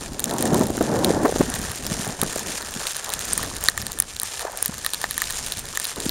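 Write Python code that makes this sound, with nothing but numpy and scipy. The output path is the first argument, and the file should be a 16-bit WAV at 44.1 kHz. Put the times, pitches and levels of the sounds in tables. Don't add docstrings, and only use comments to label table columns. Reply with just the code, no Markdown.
import sys
import numpy as np
from scipy import signal
from scipy.fft import rfft, irfft, next_fast_len
from scipy.io import wavfile
from scipy.ndimage import uniform_filter1d, map_coordinates

SR = 44100
rng = np.random.default_rng(int(sys.argv[2]) if len(sys.argv) > 2 else 0)


def generate_wav(signal):
    frames = np.transpose(np.atleast_2d(signal))
    scaled = np.clip(frames, -1, 1) * 32767
    pcm = np.round(scaled).astype(np.int16)
    wavfile.write(sys.argv[1], SR, pcm)


def boost(x):
    u = np.asarray(x, float) / 20
    return 10 ** u


N = 269010
SLOW_CLOCK = np.arange(0, N / SR + .004, .002)


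def unit(x):
    return x / np.sqrt(np.mean(x ** 2) + 1e-20)


def wobble(rate):
    points = rng.standard_normal(int(N / 40) + 4)
    return map_coordinates(points, [np.arange(N) * rate / SR])


def filtered(x, response):
    size = next_fast_len(N + 8192)
    gain = response(np.fft.rfftfreq(size, 1 / SR))
    return irfft(rfft(x, size) * gain, size)[..., :N]


def coloured(x, points):
    f, db = np.transpose(points)
    return unit(filtered(x, lambda hz: boost(np.interp(np.log(hz + 1), np.log(f), db))))


def grains(chance, spread_db, life_s, cap_db=8):
    draw = rng.random((2, N))
    size_db = np.minimum(-spread_db * np.log(1 - draw[1]), cap_db)
    starts = (draw[0] < chance) * boost(size_db)
    return unit(signal.lfilter([1], [1, -np.exp(-1 / (life_s * SR))], starts))


def ring(t, hz, t60, attack_s):
    return np.sin(2 * np.pi * hz * t) * boost(-60 * t / t60) * (1 - np.exp(-t / attack_s))


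def swells(shapes, floor_db):
    power = 0
    for level_db, over_db in shapes:
        power = power + boost(level_db) ** 2 * np.array([[1], [boost(over_db) ** 2]])
    time = np.arange(N) / SR
    return [np.interp(time, SLOW_CLOCK, np.sqrt(p + boost(db) ** 2)) for p, db in zip(power, floor_db)]


def air():
    # peak in seconds, rush level in dB, seconds to fall 10 dB, rumble in dB over the rush.
    gusts = [(.02, -36, .04, -2), (.12, -36, 0.07, -2), (.34, -26, 0.0947, -18), (.45, -22, .1, -22),
             (.54, -14, .07, -26), (.615, -17.5, .04, -24), (.705, -28, 0.05, -4), (.815, -25, .03, -5),
             (.89, -22, .06, -22), (.97, -20, .08, -22), (1.085, -13, .05, -30), (1.15, -17, .05, -20),
             (1.21, -21, .05, -10), (1.345, -33, .04, -1), (1.42, -27, .07, -2), (1.59, -35, 0.1426, -2),
             (1.92, -36, 0.1698, -4), (2.08, -35, 0.0829, -10.5), (2.24, -35, 0.0869, -2),
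             (2.4, -37.5, 0.1513, -7.5), (2.5, -36.5, 0.06, -10), (2.78, -41, .07, -5),
             (3.1, -50, 0.0083, -1), (3.39, -37, .17, 1.5), (3.5, -41, .1, -6), (3.85, -40.5, 0.1913, 6.5),
             (4.15, -56.5, 0.0743, 7), (4.47, -36, 0.001, -18), (4.73, -48, .06, 4),
             (5.07, -49, 0.2503, 4.5), (5.25, -48.5, 0.1349, 2), (5.55, -45.5, 0.2697, 4),
             (5.99, -43, .04, -4), (6.055, -39, .035, -0.0167), (6.09, -44, .04, 9)]
    # frequency in Hz, level in dB per Hz.
    rush_tone = [(35, -47.5), (60, -12.5), (130, -5), (226, -.3), (304, -2), (764, -10.5), (826, -12),
                 (1010, -18), (1830, -31), (2500, -41.5), (3250, -67.5), (5500, -120)]
    # frequency in Hz, level in dB per Hz.
    rumble_tone = [(8.8, -35), (15, 3.5), (64, 5.5), (225, -6), (285, -54), (300, -25.5), (390, -42.5),
                   (660, -120)]
    rise_over_fall = 1.0556
    shapes = []
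    for s, db, fall_s, over_db in gusts:
        away = np.maximum((s - SLOW_CLOCK) / rise_over_fall, SLOW_CLOCK - s)
        shapes.append((db - 10 * away / fall_s, over_db))
    high, low = swells(shapes, floor_db=(-56, -51))

    eddies = wobble(25)
    lumps = boost(.9 * eddies + 1.8 * wobble(110))
    spits = 2.0126 + 0.45 * grains(120 / SR, spread_db=6, life_s=0.002217)
    rush = coloured(lumps * spits * rng.standard_normal(N), rush_tone)
    rumble = coloured(boost(2.805 * eddies) * rng.standard_normal(N), rumble_tone)
    return boost(1.2) * high * rush + boost(1.56) * low * rumble


def bumps():
    # peak in seconds, level in dB, pitch in Hz, grit in dB under the peak.
    bump_rows = [(0.1212, -21, 237, -26.5), (0.7034, -10.5, 328.6, -15.5), (0.7793, -11, 318.8, -10),
                 (0.8103, -8.5, 290.9, -6), (0.8143, -6.5, 496, -16), (1.082, -15.5, 424, -9.5),
                 (1.1066, -4.5, 390.5, -22), (1.3252, -12, 487.7, -12), (1.3607, -10.5, 338, -8.5),
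                 (1.401, -10.5, 211.3, -21.5), (1.4083, -1, 307.1, -23.5), (1.5448, -23.5, 163.8, -11.5),
                 (1.598, -22, 200, -14), (1.7009, -26, 94.24, -17), (1.9195, -16, 180.2, -12.5),
                 (1.9982, -18, 197.5, -19), (2.069, -22.5, 439.8, -3), (2.077, -20, 170, -20.5),
                 (2.096, -19, 181.4, -9), (2.2301, -12, 220.9, -5), (2.2315, -15, 463.1, -11),
                 (2.25, -22, 199.9, -13.5), (2.3621, -14, 507.3, -15.5), (2.7658, -24, 194.6, -10.5),
                 (4.695, -19, 190, -14), (5.0421, -15, 601.7, -4), (5.986, -26, 211.7, -7.5),
                 (6.0653, -13.5, 238.3, -17)]
    # peak in seconds, level in dB, pitch in Hz, grit in dB under the peak.
    flutter_rows = [
        (1.2505, -10, 280, -12),
        (1.2553, -13, 411.3, -4),
        (1.4132, -9, 560, -5),
        (1.4874, -20, 251.7, -13.5),
        (3.396, -20.5, 1147, -22),
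        (4.4523, -19, 614.1, -7),
    ]
    # peak in seconds, level in dB, pitch in Hz.
    clod_rows = [(.3136, -22, 750), (.3431, -15, 840), (.3846, -21, 990), (.4593, -17, 720),
                 (.5457, -18, 890), (.6065, -18, 750), (.8796, -24, 740), (1.034, -16, 880),
                 (1.1687, -17, 850), (1.2315, -14, 330), (1.265, -13, 420), (1.2965, -17, 450),
                 (1.3709, -24, 690), (1.5651, -27, 740), (1.948, -28, 890), (2.1933, -27, 900),
                 (2.4099, -25, 860), (2.8082, -27, 1090), (2.8331, -28, 1240), (2.884, -29, 970),
                 (3.0698, -30, 960), (3.0956, -24, 940), (3.4493, -26, 1110), (3.5148, -27, 1030),
                 (3.6402, -26, 1100), (3.7524, -29, 800), (3.9005, -29, 900), (4.0019, -24, 1110),
                 (4.2327, -23, 1000), (4.2449, -29, 1190), (4.4093, -27, 1200), (4.4305, -25, 850),
                 (4.4689, -25, 1100), (4.482, -28, 700), (4.4985, -27, 600), (4.5346, -28, 720),
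                 (4.7252, -31, 1030), (4.8655, -25, 1170), (5.3671, -30, 940), (5.7389, -27, 1220),
                 (5.9704, -27, 1150), (5.9784, -28, 340), (5.999, -28, 400), (6.0131, -29, 370),
                 (6.027, -29, 450), (6.057, -24, 450), (6.0902, -26, 310)]
    # frequency in Hz, level in dB per Hz.
    rasp_tone = [(150, -42.5), (400, 4.5), (800, 2.5), (1500, -3), (2200, -14.5), (3200, -25)]
    gritty_clods = [(*clod, -12) for clod in clod_rows]
    kinds = [(bump_rows, 0.79805), (flutter_rows, 2.2633), (gritty_clods, 1.5)]

    out, t = np.zeros(N + 4096), np.arange(-1024, 1024) / SR
    rasp = np.pad(coloured(rng.standard_normal(N), rasp_tone), (0, 4096))
    for rows, cycles in kinds:
        for s, db, hz, grit_db in rows:
            start = round(s * SR) - 1024
            phase = t * hz / cycles
            pull = np.exp(-1.6 * phase ** 2) * np.cos(2 * np.pi * hz * t)
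            grit_bell = np.exp(-((phase - .3) / 1.1273) ** 2)
            grit = boost(grit_db - 1.4769) * grit_bell * rasp[start:][:len(t)]
            out[start:][:len(t)] += boost(db) * (grit - pull)
    return out[:N]


def scuffs():
    # start in seconds, level in dB, length in seconds, centre in Hz.
    drags = [
        (.32, -33, .05, 800),
        (1.25, -24, .048, 450),
        (3.08, -40, .05, 900),
        (3.42, -40, .05, 600),
        (4.415, -36, .07, 800),
        (4.52, -41, .08, 700),
        (5.965, -41, .08, 450),
    ]
    edge_db_s, width_octaves = 900, .65
    out, t = np.zeros(N + 16384), np.arange(16384) / SR - .05
    hz = np.fft.rfftfreq(len(t), 1 / SR)
    for s, db, length, centre_hz in drags:
        noise = rng.standard_normal(len(t))
        unevenness = np.repeat(rng.standard_normal(len(t) // 128), 128)
        rasp = noise * boost(4 * unevenness)
        octaves = np.log2((hz + 1) / centre_hz)
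        band = irfft(rfft(rasp) * np.exp(-(octaves / width_octaves) ** 2 / 2))
        outside = np.maximum(np.maximum(-t, t - length), 0)
        out[round((s + t[0]) * SR):][:len(t)] += boost(db - edge_db_s * outside) * unit(band)
    return out[:N]


def crunch():
    # start in seconds, length in seconds, crystals in dB, packing snow in dB over them.
    presses = [(0.0, 0.02194, -41, 2), (0.266, 0.1771, -35, -1), (0.548, 0.06707, -33.5, -2),
               (0.725, 0.13156, -36.5, -11), (.86, .04, -38, 0.3), (.95, .05, -38, 5),
               (1.042, 0.1064, -34, 3.5), (1.238, .02, -36, 5), (1.29, .05, -33, -6), (1.42, .29, -32, -1),
               (1.88, 0.23597, -35, -1.5), (2.21, 0.04217, -34.5, -1), (2.339, .22, -32.5, -2),
               (2.62, .08, -37, -.3), (2.806, 0.07474, -30, -2), (2.999, 0.05325, -38.5, -0.1112),
               (3.089, .03, -33, .3), (3.182, 0.3044, -33.5, -2.5), (3.636, 0.1119, -33, -1.5),
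               (3.778, 0.04126, -33.5, -4.5), (3.859, 0.09117, -40, 1.0737), (4.082, 0.02852, -36.5, -3.5),
               (4.226, 0.1863, -33, -5), (4.43, .04, -39.5, 6), (4.612, 0.04546, -33, -4.5),
               (4.741, 0.14056, -35.5, -4.5), (4.955, 0.09104, -32.5, -4), (5.181, 0.33, -32.5, -4.5),
               (5.58, .1, -38.5, -3), (5.76, .15, -34, -4.5), (5.98, 0.0377, -36.5, -2),
               (6.068, .04, -32, -5.5)]
    # frequency in Hz, level in dB per Hz.
    crystal_tone = [(1060, -28.5), (1800, -8), (2330, -3.5), (2580, -4), (3050, -3.5), (4110, -3),
                    (4510, -3.5), (6230, -0.5), (7720, 1), (9290, -3), (13200, -12.5), (15200, -21),
                    (16000, -25), (16500, -45)]
    # frequency in Hz, level in dB per Hz.
    packing_tone = [(200, -43.5), (400, 0), (700, 1.5), (1100, 0.5), (1450, 1.5), (1780, 3.5), (2050, -6.5),
                    (2600, -23), (4000, -33)]
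    press_db_s, lift_db_s = 132, 102
    shapes = []
    for s, length, db, over_db in presses:
        before = np.maximum(s - SLOW_CLOCK, 0)
        after = np.maximum(SLOW_CLOCK - s - length, 0)
        shapes.append((db - press_db_s * before - lift_db_s * after, over_db))
    crystals, packing = swells(shapes, floor_db=(-44.5, -46))

    clumps = boost(2.7 * wobble(30))
    big = grains(260 * clumps / SR, spread_db=3.5, life_s=0.0006331)
    small = grains(200 * clumps / SR, spread_db=4.5, life_s=0.0004328)
    hiss = rng.standard_normal((2, N + 1))
    dull = unit(hiss[0, 1:] + 0.3932 * hiss[0, :-1])
    bright = unit(hiss[1, 1:] - 0.8214 * hiss[1, :-1])
    big_breaks = (1.05 + big + 0.1958 * small) * dull
    small_breaks = 0.7102 * (1.05 + small + 0.1741 * big) * bright
    fine = coloured(big_breaks + small_breaks, crystal_tone)

    lumps = grains(150 / SR, spread_db=7, life_s=0.004456)
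    grind = 1.028 + 0.8793 * big + 0.8205 * lumps
    coarse = coloured(grind * rng.standard_normal(N), packing_tone)
    return boost(.5) * clumps ** .4 * crystals * fine + boost(-3.5) * packing * coarse


def cracks():
    # start in seconds, snap peak in dB, shell ring in dB against it,
    # mid ring in dB against it, snap pitch in Hz.
    crack_rows = [(0.2419, -1, -31.5, -10.5, 7310), (0.4253, -2.5, -22, -12, 8974),
                  (1.0463, -1.5, -35, -.7, 9490), (1.8663, -6, -35.5, -16.5, 5727),
                  (2.2157, -1, -23, -9.5, 10100), (2.234, -3.5, -33, -16.5, 10120),
                  (3.1375, -4.5, -33.5, -6, 8408), (3.3329, -1, -45, -29, 8791),
                  (3.3779, 1.5, -19.5, -30.5, 8261), (3.6394, -2, -26.5, -29, 8512),
                  (3.6857, 6, -8, 3.5, 9965), (3.6986, -5, -30, -14.5, 7210), (3.777, -1.5, -11, -12, 7405),
                  (3.8669, -6, -20, -7, 8531), (4.0012, 8, -30, -27, 10240), (4.0227, -5.5, -27, -9.5, 8982),
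                  (4.1989, -3.5, -42, -7, 9290), (4.233, -2, -26, -18, 8865), (4.6265, 1, -42, -41, 9685),
                  (4.6592, 1, -23.5, -14, 13130), (4.8634, 0, -17, -7.5, 9981),
                  (4.9353, -4.5, -28, -4.5, 8677), (5.1793, -2.5, -16, -17, 10310),
                  (5.2188, -3, -6, -11, 7082),
                  (0.1951, -5, -29, -10, 8830.0), (0.2028, -9, -24, -16, 12400.0),
                     (0.2949, -13, -14, -9, 6870.0), (0.3108, -14, -50, -1, 10560.0),
                     (0.3383, -11, -55, -13, 9070.0), (0.3839, -9, -21, -51, 7020.0),
                     (0.4552, -7, -16, -27, 8380.0), (0.5446, -7, -16, -8, 9020.0),
                     (0.6346, -12, -19, -7, 6100.0), (0.77, -13, -33, -13, 7350.0),
                     (1.255, -17, -6, -6, 9690.0), (1.5008, -9, -50, -34, 10030.0),
                     (1.5405, -9, -54, -6, 7270.0), (2.3942, -9, -18, -18, 6490.0),
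                     (2.8697, -11, -36, 2, 8240.0), (2.9664, -11, -19, -7, 9690.0),
                     (3.0923, -11, -27, -13, 7150.0), (3.1024, -11, -50, -4, 8510.0),
                     (3.4305, -8, -11, -11, 9380.0), (3.5662, -13, -24, -5, 6960.0),
                     (3.9189, -9, -31, -8, 7140.0), (3.9884, -8, -22, -10, 9080.0),
                     (4.1651, -15, -35, 0, 8370.0), (4.217, -8, -17, -17, 11730.0),
                     (4.5741, -12, -27, -10, 9550.0), (4.8474, -10, -9, -6, 8110.0),
                     (4.9454, -10, -20, 0, 8350.0), (5.0159, -8, -20, -14, 9010.0),
                     (5.0414, -13, -1, 1, 7410.0), (5.1098, -6, -15, -7, 10910.0),
                     (5.2403, -17, -24, 4, 7280.0), (5.3066, -9, -22, -6, 8510.0),
                     (5.522, -9, -35, -2, 9560.0), (5.5934, -11, -30, -9, 9020.0),
                     (5.7733, -6, -8, -10, 7070.0), (5.7991, -6, -18, -13, 9050.0),
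                     (5.8434, -9, -20, -8, 12020.0), (5.8528, -10, -29, 0, 9930.0),
                     (6.0025, -11, -18, -4, 7260.0), (6.0938, -9, -33, 2, 11470.0)]
    # start in seconds, peak in dB, pitch in Hz.
    snap_rows = [(0.2571, -12, 5760.0), (0.4085, -11, 8740.0), (0.5323, -15, 6670.0), (0.5804, -14, 6250.0),
                 (0.5948, -13, 8780.0), (0.6291, -17, 7950.0), (0.6396, -14, 7550.0), (0.669, -11, 9530.0),
                 (0.6836, -22, 8260.0), (0.7045, -16, 7210.0), (0.8259, -13, 7580.0), (0.9403, -18, 6830.0),
                 (1.235, -15, 8590.0), (1.3125, -15, 8980.0), (1.5522, -13, 8840.0), (1.5903, -13, 8590.0),
                 (1.6157, -14, 6870.0), (1.7169, -12, 9660.0), (1.7584, -15, 8400.0), (1.9956, -18, 9030.0),
                 (2.0476, -15, 9770.0), (2.0557, -15, 6840.0), (2.0772, -13, 7340.0), (2.3283, -17, 8420.0),
                 (2.3589, -13, 7540.0), (2.3766, -13, 6970.0), (2.4714, -15, 6170.0), (2.7088, -19, 7030.0),
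                 (2.9193, -14, 7820.0), (3.0445, -12, 6970.0), (3.1922, -9, 6610.0), (3.2139, -18, 6550.0),
                 (3.2533, -12, 7350.0), (3.6105, -15, 7120.0), (3.9304, -15, 7330.0), (4.5196, -19, 8370.0),
                 (4.6502, -14, 6890.0), (4.6806, -10, 7770.0), (4.7816, -14, 6950.0),
                 (4.9039, -17, 10750.0), (5.3246, -12, 6320.0), (5.3865, -12, 6910.0),
                 (5.4847, -16, 6770.0), (5.8694, -12, 10340.0), (6.0558, -15, 9070.0)]
    # start in seconds, peak in dB, snap pitch in Hz, ring pitch in Hz.
    tick_rows = [(0.0098, -21, 7870.0, 4390), (0.1335, -23, 7300.0, 4880), (0.3663, -21, 8420.0, 3940),
                 (0.3888, -20, 8950.0, 3530), (0.4766, -17, 9300.0, 3850), (0.9904, -17, 7120.0, 4200),
                 (1.0513, -17, 11680.0, 3830), (1.3907, -16, 7080.0, 4510), (1.8373, -21, 7200.0, 3240),
                 (1.8707, -20, 8950.0, 4510), (2.0894, -18, 6400.0, 3200), (2.5059, -19, 6730.0, 4470),
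                 (2.6199, -19, 8530.0, 4350), (2.6725, -21, 9210.0, 3490), (2.7396, -17, 7360.0, 3260),
                 (2.8129, -18, 6980.0, 4570), (2.8843, -20, 7550.0, 4390), (3.1267, -18, 6250.0, 4150),
                 (3.2086, -16, 8250.0, 3810), (3.2847, -21, 7440.0, 4150), (3.3882, -17, 6790.0, 4190),
                 (3.4618, -18, 6370.0, 4040), (3.5523, -20, 7380.0, 4560), (3.5842, -20, 7290.0, 4390),
                 (3.6284, -18, 8830.0, 2900), (3.6551, -18, 7550.0, 3720), (3.8168, -14, 5630.0, 5100),
                 (4.4092, -16, 9480.0, 3940), (4.7897, -19, 7910.0, 4640), (5.03, -19, 7390.0, 4190),
                 (5.0557, -23, 7080.0, 4040), (5.1197, -19, 8910.0, 4050), (5.1426, -19, 7540.0, 3740),
                 (5.2019, -17, 7000.0, 3740), (5.2071, -21, 6190.0, 4560), (5.2541, -19, 6740.0, 4610),
                 (5.3355, -19, 8520.0, 3670), (5.4642, -14, 9940.0, 3770), (5.5357, -18, 8730.0, 4150),
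                 (5.5719, -16, 9840.0, 3900), (5.6552, -19, 6650.0, 4500), (5.6873, -20, 9170.0, 3910),
                 (5.7506, -18, 7720.0, 4240), (5.7574, -16, 10260.0, 3610), (5.9601, -17, 8520.0, 3990)]
    # start in seconds, peak in dB, pitch in Hz.
    knock_rows = [(0.6111, -15, 6670.0), (0.8106, -23, 7620.0), (0.9612, -20, 7330.0),
                  (1.2804, -16, 7010.0), (1.3592, -15, 6880.0), (1.5586, -14, 11140.0), (1.65, -18, 6620.0),
                  (1.696, -17, 7240.0), (1.9001, -16, 6300.0), (2.5233, -19, 6130.0), (2.626, -16, 6580.0),
                  (2.6867, -23, 9160.0), (3.4361, -14, 9340.0), (3.6927, -13, 9180.0),
                  (3.8236, -14, 10420.0), (4.3937, -15, 9100.0), (4.4183, -16, 11310.0),
                  (4.7416, -19, 7770.0), (5.3001, -15, 8630.0)]
    # pitch in Hz, level in dB, time to fall 60 dB in seconds.
    shell_tones = [(1244.7, -6.5, 0.01641), (1807.4, 3, 0.013657)]
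    # rows, (shell ring, mid ring) in dB against the snap
    kinds = [(snap_rows, (-22, -12.5)), (tick_rows, (-20, -3.5)), (knock_rows, (-10.5, -5.5))]
    rows = crack_rows
    for table, rings in kinds:
        rows = rows + [(s, db, *rings, *pitch) for s, db, *pitch in table]

    out, t = np.zeros(N + 2048), np.arange(1024) / SR
    chance = rng.standard_normal((len(rows), 1030))
    for (s, db, low_db, mid_db, hz, *ring_hz), r in zip(rows, chance):
        spit = (r[6:] - 1.2 * r[4:-2] + 1.0788 * r[2:-4]) * boost(-60 * t / 0.005246)
        snap = 1.75 * ring(t, hz, 0.0018795, attack_s=.0001) + .22 * spit
        mid_hz = ring_hz[0] if ring_hz else 4020 * (1 + .025 * r[0])
        mid = boost(mid_db + 4.5) * ring(t, mid_hz, 0.0031, attack_s=.00007)
        low = 0
        for (f, level, t60), scatter_db in zip(shell_tones, 1.2 * r[1:3]):
            low = low + boost(low_db + 1.5 + level + scatter_db) * ring(t, f, t60, attack_s=0.0003822)
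        out[round(s * SR):][:len(t)] += boost(db) * (snap + mid + low)
    return out[:N]


def scene():
    return (air() + bumps() + scuffs() + crunch() + cracks())[None]


def roll_off(x):
    return signal.sosfilt(signal.butter(12, 17160, fs=SR, output="sos"), x)


def record(dry):
    # centre in Hz, width in Hz, depth from 0 to 1.
    dips = [(7884.9, 220.04, 0.79), (12103, 612.2, 0.5)]
    # frequency in Hz, level in dB.
    treble_limit = [(15800, 0), (16000, -32), (16600, -36), (16850, -70)]

    def dip_gain(hz):
        return np.prod([1 - min(depth, .99) * np.exp(-((hz - c) / w) ** 2) for c, w, depth in dips], axis=0)

    x = filtered(dry, dip_gain)
    keep = np.exp(-1 / (.06 * SR))
    recent = signal.lfilter([0, 1 - keep], [1, -keep], x ** 4) ** (1 / 4)
    ducking = 1 + 1.0216 * uniform_filter1d(np.roll(recent, 220), size=220)
    x = x / ducking * boost(0.1451)
    x = x / (1 + np.abs(x) ** 8) ** (1 / 8)
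    x = filtered(x, lambda hz: boost(np.interp(hz, *np.transpose(treble_limit))))
    return roll_off(x)


dry = scene()
out = record(dry)
generate_wav(out)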